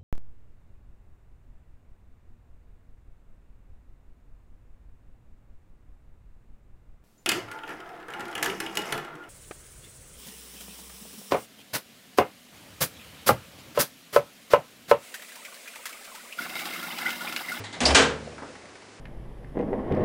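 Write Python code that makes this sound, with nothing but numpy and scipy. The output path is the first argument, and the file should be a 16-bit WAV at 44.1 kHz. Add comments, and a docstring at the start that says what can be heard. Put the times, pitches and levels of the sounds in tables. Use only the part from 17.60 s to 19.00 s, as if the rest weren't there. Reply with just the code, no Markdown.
"""A door is pushed shut in a small tiled bathroom.
Its handle ticks twice, then the latch scrapes over its plate and snaps. The door pushes
air ahead of it, hits the frame and chatters while the room booms. Faint dull bumps follow
over a steady hiss. Each hit is a burst of fading noise; things that ring add fading tones."""
import sys
import numpy as np
from scipy import signal
from scipy.fft import rfft, irfft, next_fast_len
from scipy.io import wavfile
from scipy.ndimage import uniform_filter1d

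SR = 44100
rng = np.random.default_rng(int(sys.argv[2]) if len(sys.argv) > 2 else 0)


def pcm_store(signal):
    """Save signal as 16-bit PCM."""
    levels = np.round(np.clip(np.atleast_2d(signal), -1, 1) * 32767)
    wavfile.write(sys.argv[1], SR, levels.astype(np.int16).T)


N = 61739
TIME = np.arange(N) / SR
BAND_EDGES_HZ = 28 * 2 ** (np.arange(44) / 5)
BAND_CENTRES_HZ = np.sqrt(BAND_EDGES_HZ[1:] * BAND_EDGES_HZ[:-1])

# When each hit happens: (time [s], level [dB], brightness [dB per octave])
RUBS = [(.001, 1.5, 0), (.158, -0.5, -3.5)]
HANDLE_TICKS = [(.039, 0, 0.6), (.127, -.5, 0.8)]
LATCH_SCRAPES = [(.204, 0, 1), (.212, 0.5, -1.8), (.232, -2.5, -0.61), (.256, 4, 0), (.281, 2, -1.4),
                 (.305, 3, -1.85)]
CRACKS = [(.2045, -9.5, 1.5), (.3475, 1, 2), (.3525, -3, 4), (.357, -2, -2)]
LATCH_SNAPS = [(.254, 0, 0.0063)]
SLAMS = [(.347, -2.5, 2.87), (.352, -2, -0.88), (.363, -4, -2), (.379, -7.5, -2.9), (.391, -4.5, -3.1),
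         (.42, -13, 0.61), (.44, -21, -2), (.497, -24, -2)]
SOFT_KNOCKS = [(.669, 0.5, 0.12), (.716, -5.5, -0.1), (.885, -10, -1.26), (1.04, -10, 0),
               (1.134, -19, 0.13), (1.37, -16, -0.15)]
BUMPS = [(.781, -1, 1.2), (.821, 1.5, 0.62), (.85, -10.5, -1.7)]
SMALL_TICKS = [(.781, 4.5, -2.6), (.888, -7, 0.21), (.953, 4, -1), (1.02, -4, -0.57), (1.054, -1, 0.35),
               (1.087, -5, 1), (1.154, 2.5, 0.3), (1.221, -1.5, 1)]

# The colour of each noise, or how strong it is from low to high: (frequency [Hz], level [dB])
HISS_COLOUR = [(30, -65), (60, -51), (130, -49), (250, -33.5), (500, -38), (1000, -42.5), (2000, -44),
               (3500, -50), (5000, -50), (7500, -54.5), (10000, -59.5)]
RUB_COLOUR = [(100, -45), (190, -27), (300, -42), (600, -30), (900, -33.5), (1300, -34.5), (2000, -34),
              (3500, -42), (8000, -50.5)]
HANDLE_COLOUR = [(60, -43), (250, -31), (500, -43), (880, -23.5), (1200, -36), (1750, -27.5), (2050, -25),
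                 (2500, -37.5), (3700, -27), (5600, -42.5), (7200, -38.5), (10000, -49.5)]
SCRAPE_COLOUR = [(50, -29), (110, -20), (240, -14.5), (450, -17), (750, -13), (1300, -20), (2700, -18),
                 (4800, -26.5), (7000, -26), (10000, -32.5)]
CRACK_COLOUR = [(500, -29), (1500, -14), (2700, -11), (3800, -5), (5000, -11), (7200, -9), (10000, -24)]
SNAP_COLOUR = [(200, -46), (420, -13), (620, -7.5), (900, -18), (2000, -52), (3600, -16.5), (4300, -11),
               (5000, -4), (5700, -13), (6400, -21), (10000, -22.5)]
SLAM_COLOUR = [(50, -45), (130, -18.5), (260, -16.5), (480, -7), (700, -10), (1050, -7), (1500, -3.5),
               (2100, -8), (3000, -6.5), (5000, -12), (7400, -13), (10000, -25)]
KNOCK_COLOUR = [(100, -40), (330, -34), (480, -16.5), (700, -20.5), (900, -41), (2000, -40), (5000, -65)]
BUMP_COLOUR = [(50, -43), (130, -37), (280, -24.5), (550, -24), (700, -27), (860, -26.5), (1080, -28),
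               (1550, -26), (2300, -44), (3200, -68), (10000, -64)]
SMALL_TICK_COLOUR = [(300, -42), (800, -32), (1400, -33.5), (2150, -30), (2700, -43), (8000, -51)]

# The tones each thing rings with: (frequency [Hz], level [dB], time to fade by 60 dB [s])
THUMP_TONES = [(103.9, -35.5, 0.33), (267, -44, .45), (401, -44.5, .25), (463, -45, 0.36)]
HANDLE_TONES = [(2080, -50, .5), (2060, -45.5, 0.73), (2200, -54, .35)]
LATCH_TONES = [(4760, -10, 0.015), (5500, -14, 0.012), (4300, -34, 0.047), (4610, -21.5, 0.11)]
DOOR_TONES = [(388.5, -27, 0.46), (638, -18.5, 0.27), (652, -18, 0.19), (729, -28, 0.45), (800, -23, 0.17),
              (871, -21.5, 0.28), (1374, -25, 0.27), (1589, -21, 0.39), (1700, -29, 0.42),
              (2385, -25, 0.35), (2787, -24, 0.23), (2950, -24, 0.23), (3139, -24.5, 0.3)]
ROOM_TONES = [(75.4, -32, 1.23), (149.6, -31.5, 1.04), (224.7, -34.5, 1.42), (273.6, -16.5, 0.43),
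              (440.4, -16, 0.53), (484.5, -16, 0.5), (532, -29.5, 0.83)]
BUMP_TONES = [(862, -39, 0.12), (921, -43, .14), (277, -42, 0.45)]

# The door answering the latch: (time [s], frequency [Hz], level [dB], time to fade by 60 dB [s])
DOOR_RINGS = [(.208, 245, -18.5, 0.19), (.254, 606, -10, 0.082)]
# How long the tiled room echoes: (frequency [Hz], time to fade by 60 dB [s])
ROOM_ECHO = [(70, 1.5), (160, 1.13), (280, 0.67), (500, 0.59), (1000, .48), (2000, .42), (4500, 0.34),
             (10000, 0.27)]
# The hiss swells a little, then eases: (time [s], level [dB])
HISS_LEVEL = [(0, 1.5), (.65, 3.5), (.82, 1.5), (.89, 2.5), (1.05, .5), (1.4, 0)]


def from_db(db):
    """Turn decibels into a number to multiply by."""
    return 10 ** (np.asarray(db) / 20)


def at_hz(table, hz):
    """Read between a table's rows, giving every octave equal room."""
    frequencies, values = np.transpose(table)
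    return np.interp(np.log(hz), np.log(frequencies), values)


def noise_bands():
    """Split white noise into bands a fifth of an octave wide."""
    size = next_fast_len(N)
    spectrum = rfft(rng.standard_normal(size))
    hz = np.arange(size // 2 + 1) * SR / size
    return [irfft(spectrum * ((hz >= low) & (hz < high)), size)[:N]
            for low, high in zip(BAND_EDGES_HZ, BAND_EDGES_HZ[1:])]


def steadied(noise, window_s=0.066):
    """Even out the slow swells of a noise, keeping its level."""
    power = uniform_filter1d(noise ** 2, int(window_s * SR))
    return noise * np.sqrt(np.mean(noise ** 2) / (np.abs(power) + 1e-14))


def hits(rows, colour, echo_scale):
    """Each hit fills the room with dense echoes; the low ones build up later and last longer."""
    start_s, db, brightness = np.transpose(rows)[:, :, None]
    step = 8  # samples between loudness updates
    age = np.maximum(TIME[::step] - start_s, 0)
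    sound = np.zeros(N)
    for hz, band in zip(BAND_CENTRES_HZ, noise_bands()):
        octaves = np.clip(np.log2(hz / 1490), -2, 2)  # brightness tips the colour around 1490 Hz
        gain = from_db(at_hz(colour, hz) + db + brightness * octaves)
        fade = np.exp(-np.log(1000) * age / (echo_scale * at_hz(ROOM_ECHO, hz)))
        rise_s = 0.00055 + 2.1 / hz
        rise = 1 - np.exp(-age / rise_s)
        loudness = np.sqrt(np.sum((gain * fade) ** 2 * rise, axis=0))  # hits add up in power
        sound += np.repeat(loudness, step)[:N] * steadied(band)
    return sound


def ringing(tones, start_s, rise_s):
    """A struck thing rings with pure tones that build up and then fade."""
    age = np.maximum(TIME - start_s, 0)
    sound = np.zeros(N)
    for hz, db, fade_s in tones:
        fade = np.exp(-np.log(1000) * age / fade_s)
        sound += from_db(db) * fade * np.sin(2 * np.pi * (hz * age + rng.random()))
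    return sound * (1 - np.exp(-age / rise_s))


def background(hum_hz=104.8, hum_db=-61):
    """A nearly steady hiss and a faint, wavering hum."""
    bands = zip(BAND_CENTRES_HZ, noise_bands())
    hiss = sum(from_db(at_hz(HISS_COLOUR, hz)) * band for hz, band in bands)
    hiss *= from_db(np.interp(TIME, *np.transpose(HISS_LEVEL)))
    waver = np.interp(TIME, np.linspace(0, TIME[-1], 14), rng.standard_normal(14))
    hum = from_db(hum_db) * (1 + 0.4 * waver) * np.sin(2 * np.pi * hum_hz * TIME)
    return hiss + hum


def thump_and_rubs():
    """A low thump at the start, and a brief rub before and after the handle's ticks."""
    thump = ringing(THUMP_TONES, start_s=0, rise_s=0.00067)
    return thump + hits(RUBS, RUB_COLOUR, echo_scale=0.61)


def handle():
    """The handle ticks twice and rings thinly after each tick."""
    ticks = hits(HANDLE_TICKS, HANDLE_COLOUR, echo_scale=0.81)
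    rings = sum(from_db(db) * ringing(HANDLE_TONES, start_s, rise_s=0.017)
                for start_s, db, _ in HANDLE_TICKS)
    return ticks + rings


def latch():
    """The bolt scrapes over its plate and snaps brightly, and the door rings along."""
    scrape = hits(LATCH_SCRAPES, SCRAPE_COLOUR, echo_scale=0.67)
    snap = hits(LATCH_SNAPS, SNAP_COLOUR, echo_scale=0.64)
    latch_ring = ringing(LATCH_TONES, start_s=0.2541, rise_s=0.0001)
    door_ring = sum(ringing([tone], start_s, rise_s=0.013) for start_s, *tone in DOOR_RINGS)
    return scrape + snap + latch_ring + door_ring


def cracks():
    """The hardest touches of latch and door give a dry crack ahead of the room's echo."""
    return hits(CRACKS, CRACK_COLOUR, echo_scale=0.048)


def air_push(start_s=0.205, hz=70, peak_db=-21.5):
    """Air pushed ahead of the door makes a deep tone that swells until the door closes."""
    swell = np.interp(TIME, [start_s, 0.35, 0.3501, 0.36], [0, 1, 0.55, 0])
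    return from_db(peak_db) * swell * np.sin(2 * np.pi * hz * (TIME - start_s))


def slam(boom_s=0.349):
    """The door hits the frame and chatters; it rings at once, while the room's boom builds slowly."""
    chatter = hits(SLAMS, SLAM_COLOUR, echo_scale=0.84)
    door_ring = ringing(DOOR_TONES, boom_s, rise_s=0.0074)
    room_boom = ringing(ROOM_TONES, boom_s, rise_s=0.039)
    return chatter + door_ring + room_boom


def knocks_and_bumps():
    """Soft knocks, dull bumps and small ticks follow; the strongest bump rings with a hollow note."""
    knocks = hits(SOFT_KNOCKS, KNOCK_COLOUR, echo_scale=0.4)
    bumps = hits(BUMPS, BUMP_COLOUR, echo_scale=0.47)
    ticks = hits(SMALL_TICKS, SMALL_TICK_COLOUR, echo_scale=0.1)
    hollow_note = ringing(BUMP_TONES, start_s=0.82, rise_s=0.0026)
    return knocks + bumps + ticks + hollow_note


def scene():
    """Add all the sounds into one channel."""
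    mix = background() + thump_and_rubs() + handle() + latch()
    mix += cracks() + air_push() + slam() + knocks_and_bumps()
    return mix[None]


def record(dry, cutoff_hz=10100):
    """Round off the loudest peaks and steeply cut the highest treble."""
    rounded = 0.87 * np.tanh(dry / 0.83)
    treble_cut = signal.ellip(12, 0.2, 65, cutoff_hz, fs=SR, output="sos")
    return signal.sosfilt(treble_cut, rounded)


dry = scene()
out = record(dry)
pcm_store(out)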